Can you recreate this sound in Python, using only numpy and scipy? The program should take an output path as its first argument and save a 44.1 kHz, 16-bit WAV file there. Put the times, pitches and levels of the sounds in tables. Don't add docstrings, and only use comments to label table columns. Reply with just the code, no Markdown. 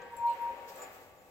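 import sys
import numpy as np
from scipy import signal
from scipy.fft import rfft, irfft
from scipy.io import wavfile
from scipy.ndimage import uniform_filter1d

SR = 44100
rng = np.random.default_rng(int(sys.argv[2]) if len(sys.argv) > 2 else 0)


def inscribe(sig):
    pcm = np.round(np.clip(np.atleast_2d(sig).T, -1, 1) * 32767)
    wavfile.write(sys.argv[1], SR, pcm.astype(np.int16))


N = 57330
TIME_S = np.arange(N) / SR


# time_s, pitch_hz, level_db, left_minus_right_db
HINGE_NOTE = [(0.0, 953.0, -53.5, 14), (0.078, 941.7, -54.5, -6), (0.086, 951.0, -65.5, -9),
              (0.138, 940.4, -42, 0), (0.164, 936.5, -56.5, 9), (0.176, 936.4, -46, 7),
              (0.258, 941.8, -25, 0), (0.31, 941.9, -28.5, -2.5), (0.352, 938.7, -44, -11.5),
              (0.364, 936.1, -57, 23), (0.38, 940.7, -45.5, 3), (0.434, 941.8, -33, 5.5),
              (0.496, 941.7, -35, 2.5), (0.556, 940.4, -51.5, 12.5), (0.624, 941.7, -52, 18),
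              (0.662, 941.4, -49.5, 2), (0.796, 942.6, -63.5, 23), (0.85, 940.4, -50, 9)]

def hinge_note(waver=0.13, waver_hz=40, left_phase_rad=-0.32):
    hz, db, pan_db = (curve(HINGE_NOTE, column) for column in (1, 2, 3))
    side = np.array([[.5], [-.5]])
    ears = amp(side * pan_db) * np.exp(1j * side * left_phase_rad)
    fade_out = np.clip((HINGE_NOTE[-1][0] - TIME_S) / .05, 0, 1)
    note = np.exp(2j * np.pi * np.cumsum(hz) / SR) * (1 + waver * drift(waver_hz))
    return np.sqrt(2) * amp(db) * fade_out * (note * ears / abs(ears.mean(0))).real


# time_s, body_db, mids_db
RUB_SWELL = [(0.0, -53, -57), (0.082, -51.5, -60), (0.132, -66.5, -61), (0.148, -54.5, -61),
             (0.27, -59.5, -60.5), (0.296, -52, -64), (0.35, -51.5, -55), (0.764, -51.5, -59.5),
             (0.828, -52, -54.5), (0.864, -51.5, -56.5), (1.18, -62, -69), (1.3, -60, -69.5)]
# time_s, level_db
HISS_SWELL = [(0, -70.5), (.09, -70.5), (.19, -64.5), (.24, -67), (.3, -62.5), (.6, -66), (.81, -57.5),
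              (.9, -62), (1.03, -62), (1.13, -69), (1.3, -66.5)]
# frequency_hz, relative_db
BODY_COLOUR = [(100, -28), (250, -21.5), (370, -11), (440, -5), (520, -2.5), (660, -11.5), (830, -2),
               (1000, -11.5), (1300, -29.5), (3000, -54)]
MIDS_COLOUR = [(400, -32), (950, -10.5), (1150, 2.5), (1400, -3.5), (1700, -1.5), (2650, -5.5), (3400, -14),
               (5000, -21.5), (16000, -63.5)]
HISS_COLOUR = [(1500, -27.5), (3500, -4), (5500, -6.5), (7800, -2), (8900, -16), (10200, -9), (12000, -2),
               (15500, -4.5)]

def rubbing(body_gain_db=-2, mids_gain_db=2.5):
    body = noise(BODY_COLOUR) * amp(body_gain_db + curve(RUB_SWELL, 1))
    mids = weak_resonances(noise(MIDS_COLOUR)) * amp(mids_gain_db + curve(RUB_SWELL, 2))
    hiss = noise(HISS_COLOUR) * amp(curve(HISS_SWELL))
    return body + mids + hiss


# pitch_hz, relative_to_rub_db, jolt_level_db
FRAME_NOTES = [(272.7, -20, -69), (369.4, -17.5, -65), (402, -24, -64), (486.8, -13, -76),
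               (521.3, -13, -77), (578.5, -19.5, -67), (614, -21, -58.5), (672.5, -20.5, -60),
               (762, -11.5, -59), (817.5, -15, -91), (894.5, -16, -90), (1130, -17.5, -65),
               (1153, -19.5, -58), (1284, -30.5, -62), (1688, -18, -90), (2240, -33, -98), (2612, -20, -73)]

def frame_ring(jolt_s=0.786, rise_s=0.027, fall_db_per_s=39.5):
    t = TIME_S - jolt_s
    rub = amp(curve(RUB_SWELL, 1))
    jolt = np.clip(1 + t / rise_s, 0, 1) * amp(-fall_db_per_s * np.maximum(t, 0))
    return sum(tube_note(hz) * np.hypot(amp(rub_db) * rub, amp(jolt_db) * jolt)
               for hz, rub_db, jolt_db in FRAME_NOTES)


# time_s, pitch_hz, level_db
GROAN_PATH = [(.12, 550, -72), (.19, 548, -59), (.255, 545, -70), (.295, 558, -50), (.325, 575, -55),
              (.35, 527, -54), (.44, 527, -57), (.5, 533, -52), (.55, 562, -60), (.66, 545, -60),
              (.79, 558, -55), (.805, 505, -58), (.83, 492, -52), (.89, 495, -65), (1.0, 510, -74)]

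def groan(roughness=.8, roughness_hz=30):
    hz, db = curve(GROAN_PATH, 1), curve(GROAN_PATH, 2)
    tone = (1 + roughness * drift(roughness_hz)[0]) * np.exp(2j * np.pi * np.cumsum(hz) / SR)
    return amp(db) * evened((tone * from_left(hz)).real)


# start_s, level_db, pitch_hz, time_to_fall_60_db_s, click_vs_ring_db, width_hz
HINGE_TICKS = [(.024, -67, 7600, .18, -14, 60), (.121, -56, 8150, .034, -10, 200),
               (.166, -48.5, 7564, 0.15, -6.5, 70), (.166, -58.5, 10740, 0.15, -7, 301),
               (.265, -54, 12100, 0.08, -2.5, 600), (.293, -55.5, 7700, 0.065, -9, 150),
               (.33, -58.5, 7880, 0.097, -11, 250), (.416, -55, 11750, 0.13, -3, 700),
               (.579, -69, 7150, .13, -15, 40), (0.757, -50, 8070, .036, -4, 248),
               (.774, -55.5, 7090, 0.45, -12, 35), (.776, -60, 7640, 0.22, -12, 80),
               (.776, -53, 12050, 0.048, -5, 150), (0.818, -47, 7085, 0.14, -14, 30),
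               (0.82, -47, 7660, 0.1, -10, 110), (0.819, -47.5, 14680, 0.05, -12, 90),
               (1.175, -70, 7090, 0.32, -10, 40)]
# frequency_hz, relative_db
CLICK_COLOUR = [(2000, -18), (5500, -5), (7500, 0.5), (9500, -7), (11500, 4.5), (15500, -1)]

def ticks(rise_s=0.0024, click_fall_s=.004, pure_below_hz=75):
    out, click_noise = np.zeros((2, N)), noise(CLICK_COLOUR)
    for start_s, db, hz, ring_s, click_db, width_hz in HINGE_TICKS:
        t = np.maximum(TIME_S - start_s, 0)
        tone = evened((pure_below_hz / width_hz + drift(width_hz)) * np.exp(2j * np.pi * hz * t)).real
        ring = tone * np.minimum(t / rise_s, 1) * amp(-60 * t / ring_s)
        click = amp(click_db) * click_noise * (t > 0) * np.exp(-t / click_fall_s)
        out += amp(db) * (ring + click)
    return out


# start_s, level_db, hold_s, pitch_hz, width_hz
BEARING_RASPS = [(.172, -63.5, .06, 2430, 150), (.266, -59.5, .018, 4130, 320),
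                 (.272, -57.5, .022, 2320, 120), (.284, -59, .05, 2800, 260), (.297, -61, .03, 4100, 340),
                 (.412, -58, .012, 1850, 220), (.77, -56, .08, 768, 14), (.775, -59.5, .085, 1680, 30),
                 (.785, -55.5, .04, 1140, 14), (.815, -63, .025, 5200, 900)]

def rasps(rise_s=.003, fall_s=.012):
    out = np.zeros((2, N))
    for start_s, db, hold_s, hz, width_hz in BEARING_RASPS:
        t = TIME_S - start_s
        swell = np.clip(t / rise_s, 0, 1) * np.exp(-np.maximum(t - hold_s, 0) / fall_s)
        grit = drift(width_hz)
        scrape = grit / np.sqrt(abs(grit)) * np.exp(2j * np.pi * hz * TIME_S)
        out += amp(db) * swell * evened(scrape.real)
    return out


# pitch_hz, relative_db, fall_db_per_s
ROD_NOTES = [(484.5, 3, 18), (781, -2, 40), (1114, -6, 60), (1565, 1, 45), (1690, -5, 22), (1905, 0, 65),
             (2089, -12, 10), (2519, -16, 30)]

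def hanger_rod(level_db=-60, waver=.35, waver_hz=12):
    out = np.zeros((2, N))
    for hz, db, fall_db_per_s in ROD_NOTES:
        tone = (1 + waver * drift(waver_hz)) * np.exp(2j * np.pi * (hz * TIME_S + rng.random()))
        out += evened(tone.real) * amp(level_db + db - fall_db_per_s * TIME_S)
    return out


# frequency_hz, relative_db
KNOCK_COLOUR = [(1500, 1), (2600, 1), (3300, 4), (4600, -13), (5600, -17), (6700, -0.5), (7800, -23),
                (12000, -30)]

def knock(level_db=-52):
    return noise(KNOCK_COLOUR) * amp(level_db) * burst(peak_s=0.0205, rise_s=0.0024, fall_s=0.0038)


# peak_s, level_db, rise_s, fall_s, brightness_db_per_octave
RUSTLE_EVENTS = [(.692, -50.5, .013, .036, 2.5), (.762, -59, .004, .06, 1.5), (.948, -54.5, .03, .022, 9),
                 (1.015, -65, .012, .02, 9)]
# frequency_hz, relative_db
RUSTLE_COLOUR = [(1500, -1), (3500, 4.5), (6200, 5), (8000, 1), (9700, -14), (11500, -3), (15500, 0)]

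def rustles(grain_db=1.5, grain_hz=200, pivot_hz=8000):
    out = np.zeros((2, N))
    for peak_s, db, rise_s, fall_s, brightness in RUSTLE_EVENTS:
        colour = [(hz, level + brightness * np.log2(hz / pivot_hz)) for hz, level in RUSTLE_COLOUR]
        out += noise(colour) * amp(db) * burst(peak_s, rise_s, fall_s)
    return out * evened(amp(grain_db * drift(grain_hz)[0].real))


# frequency_hz, relative_db
AIR_COLOUR = [(20, -10), (40, 0), (60, 2.5), (95, 4.5), (130, -4.5), (180, 0.5), (300, -1.5), (700, -9.5),
              (2000, -30.5), (6000, -29.5)]
# time_s, level_db
AIR_SWELL = [(0, -64), (.13, -64), (.19, -59), (.25, -62.5), (.38, -66), (.44, -62.5), (.47, -64),
             (.52, -59.5), (.56, -66.5), (.8, -65), (.95, -65.5), (1.3, -67.5)]

def outdoor_air(width=0.33):
    separate = np.array([noise(AIR_COLOUR)[0], noise(AIR_COLOUR)[1]])
    return amp(curve(AIR_SWELL)) * evened((1 - width) * noise(AIR_COLOUR) + width * separate)


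# frequency_hz, likeness (0 to 1)
EAR_LIKENESS = [(30, 0.11), (100, 1), (300, 0.82), (600, 1), (1200, 0.29), (3000, 0.11), (7000, 0.23),
                (15000, 0.45)]
# frequency_hz, left_minus_right_db
EAR_BALANCE = [(60, 1), (180, 3), (550, 3), (1650, 2.5), (4970, 2), (15000, 0.5)]

def noise(colour):
    hz = np.fft.rfftfreq(N, 1 / SR)
    shared, separate = rfft(rng.standard_normal((2, N)))
    alike, lean = look_up(EAR_LIKENESS, hz), amp(look_up(EAR_BALANCE, hz) / 2)
    ears = np.array([shared * lean, (alike * shared + np.sqrt(1 - alike ** 2) * separate) / lean])
    return evened(irfft(ears * from_left(hz) * amp(look_up(colour, hz)), N))


def tube_note(hz, width_hz=7.4):
    shared, separate = drift(width_hz)
    alike, lean = look_up(EAR_LIKENESS, hz), amp(look_up(EAR_BALANCE, hz))
    ears = np.array([shared * lean, alike * shared + np.sqrt(1 - alike ** 2) * separate])
    waver = ears / np.sqrt(abs(ears))
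    return evened((waver * from_left(hz) * np.exp(2j * np.pi * hz * TIME_S)).real)


def weak_resonances(sound, depth_db=2.5, width_hz=22):
    size = int(width_hz * N / SR)
    bumps = uniform_filter1d(rng.standard_normal(N // 2 + 1), size)
    ripple = evened(uniform_filter1d(bumps, size // 2))
    return evened(irfft(rfft(sound) * amp(depth_db * ripple), N))


def from_left(hz, lead_s=0.00014):
    return np.exp(1j * np.pi * hz * lead_s * np.array([[1], [-1]]))


def drift(width_hz):
    white = rng.standard_normal((2, 2, N))
    smooth = irfft(rfft(white) / (1 + (np.fft.rfftfreq(N, 1 / SR) / width_hz) ** 2), N)
    return evened(smooth[0] + 1j * smooth[1])


def burst(peak_s, rise_s, fall_s):
    t = TIME_S - peak_s
    return np.exp(-(np.minimum(t, 0) / rise_s) ** 2 - np.maximum(t, 0) / fall_s)


def curve(table, column=1):
    rows = np.array(table)
    return np.interp(TIME_S, rows[:, 0], rows[:, column])


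def look_up(table, hz):
    table_hz, values = np.transpose(table)
    return np.interp(np.log(hz + 1), np.log(table_hz + 1), values)


def amp(db):
    return 10 ** (np.asarray(db) / 20)


def evened(x):
    return x / np.sqrt(np.mean(abs(x) ** 2) + 1e-20)


def scene():
    swing = hinge_note() + hanger_rod() + frame_ring() + rubbing() + groan() + rasps()
    return swing + rustles() + knock() + ticks() + outdoor_air()


def record(dry):
    low_pass = signal.firwin(511, 15900, window=("kaiser", 9), fs=SR)
    return signal.oaconvolve(dry, low_pass[None], "same")


dry = scene()
out = record(dry)
inscribe(out)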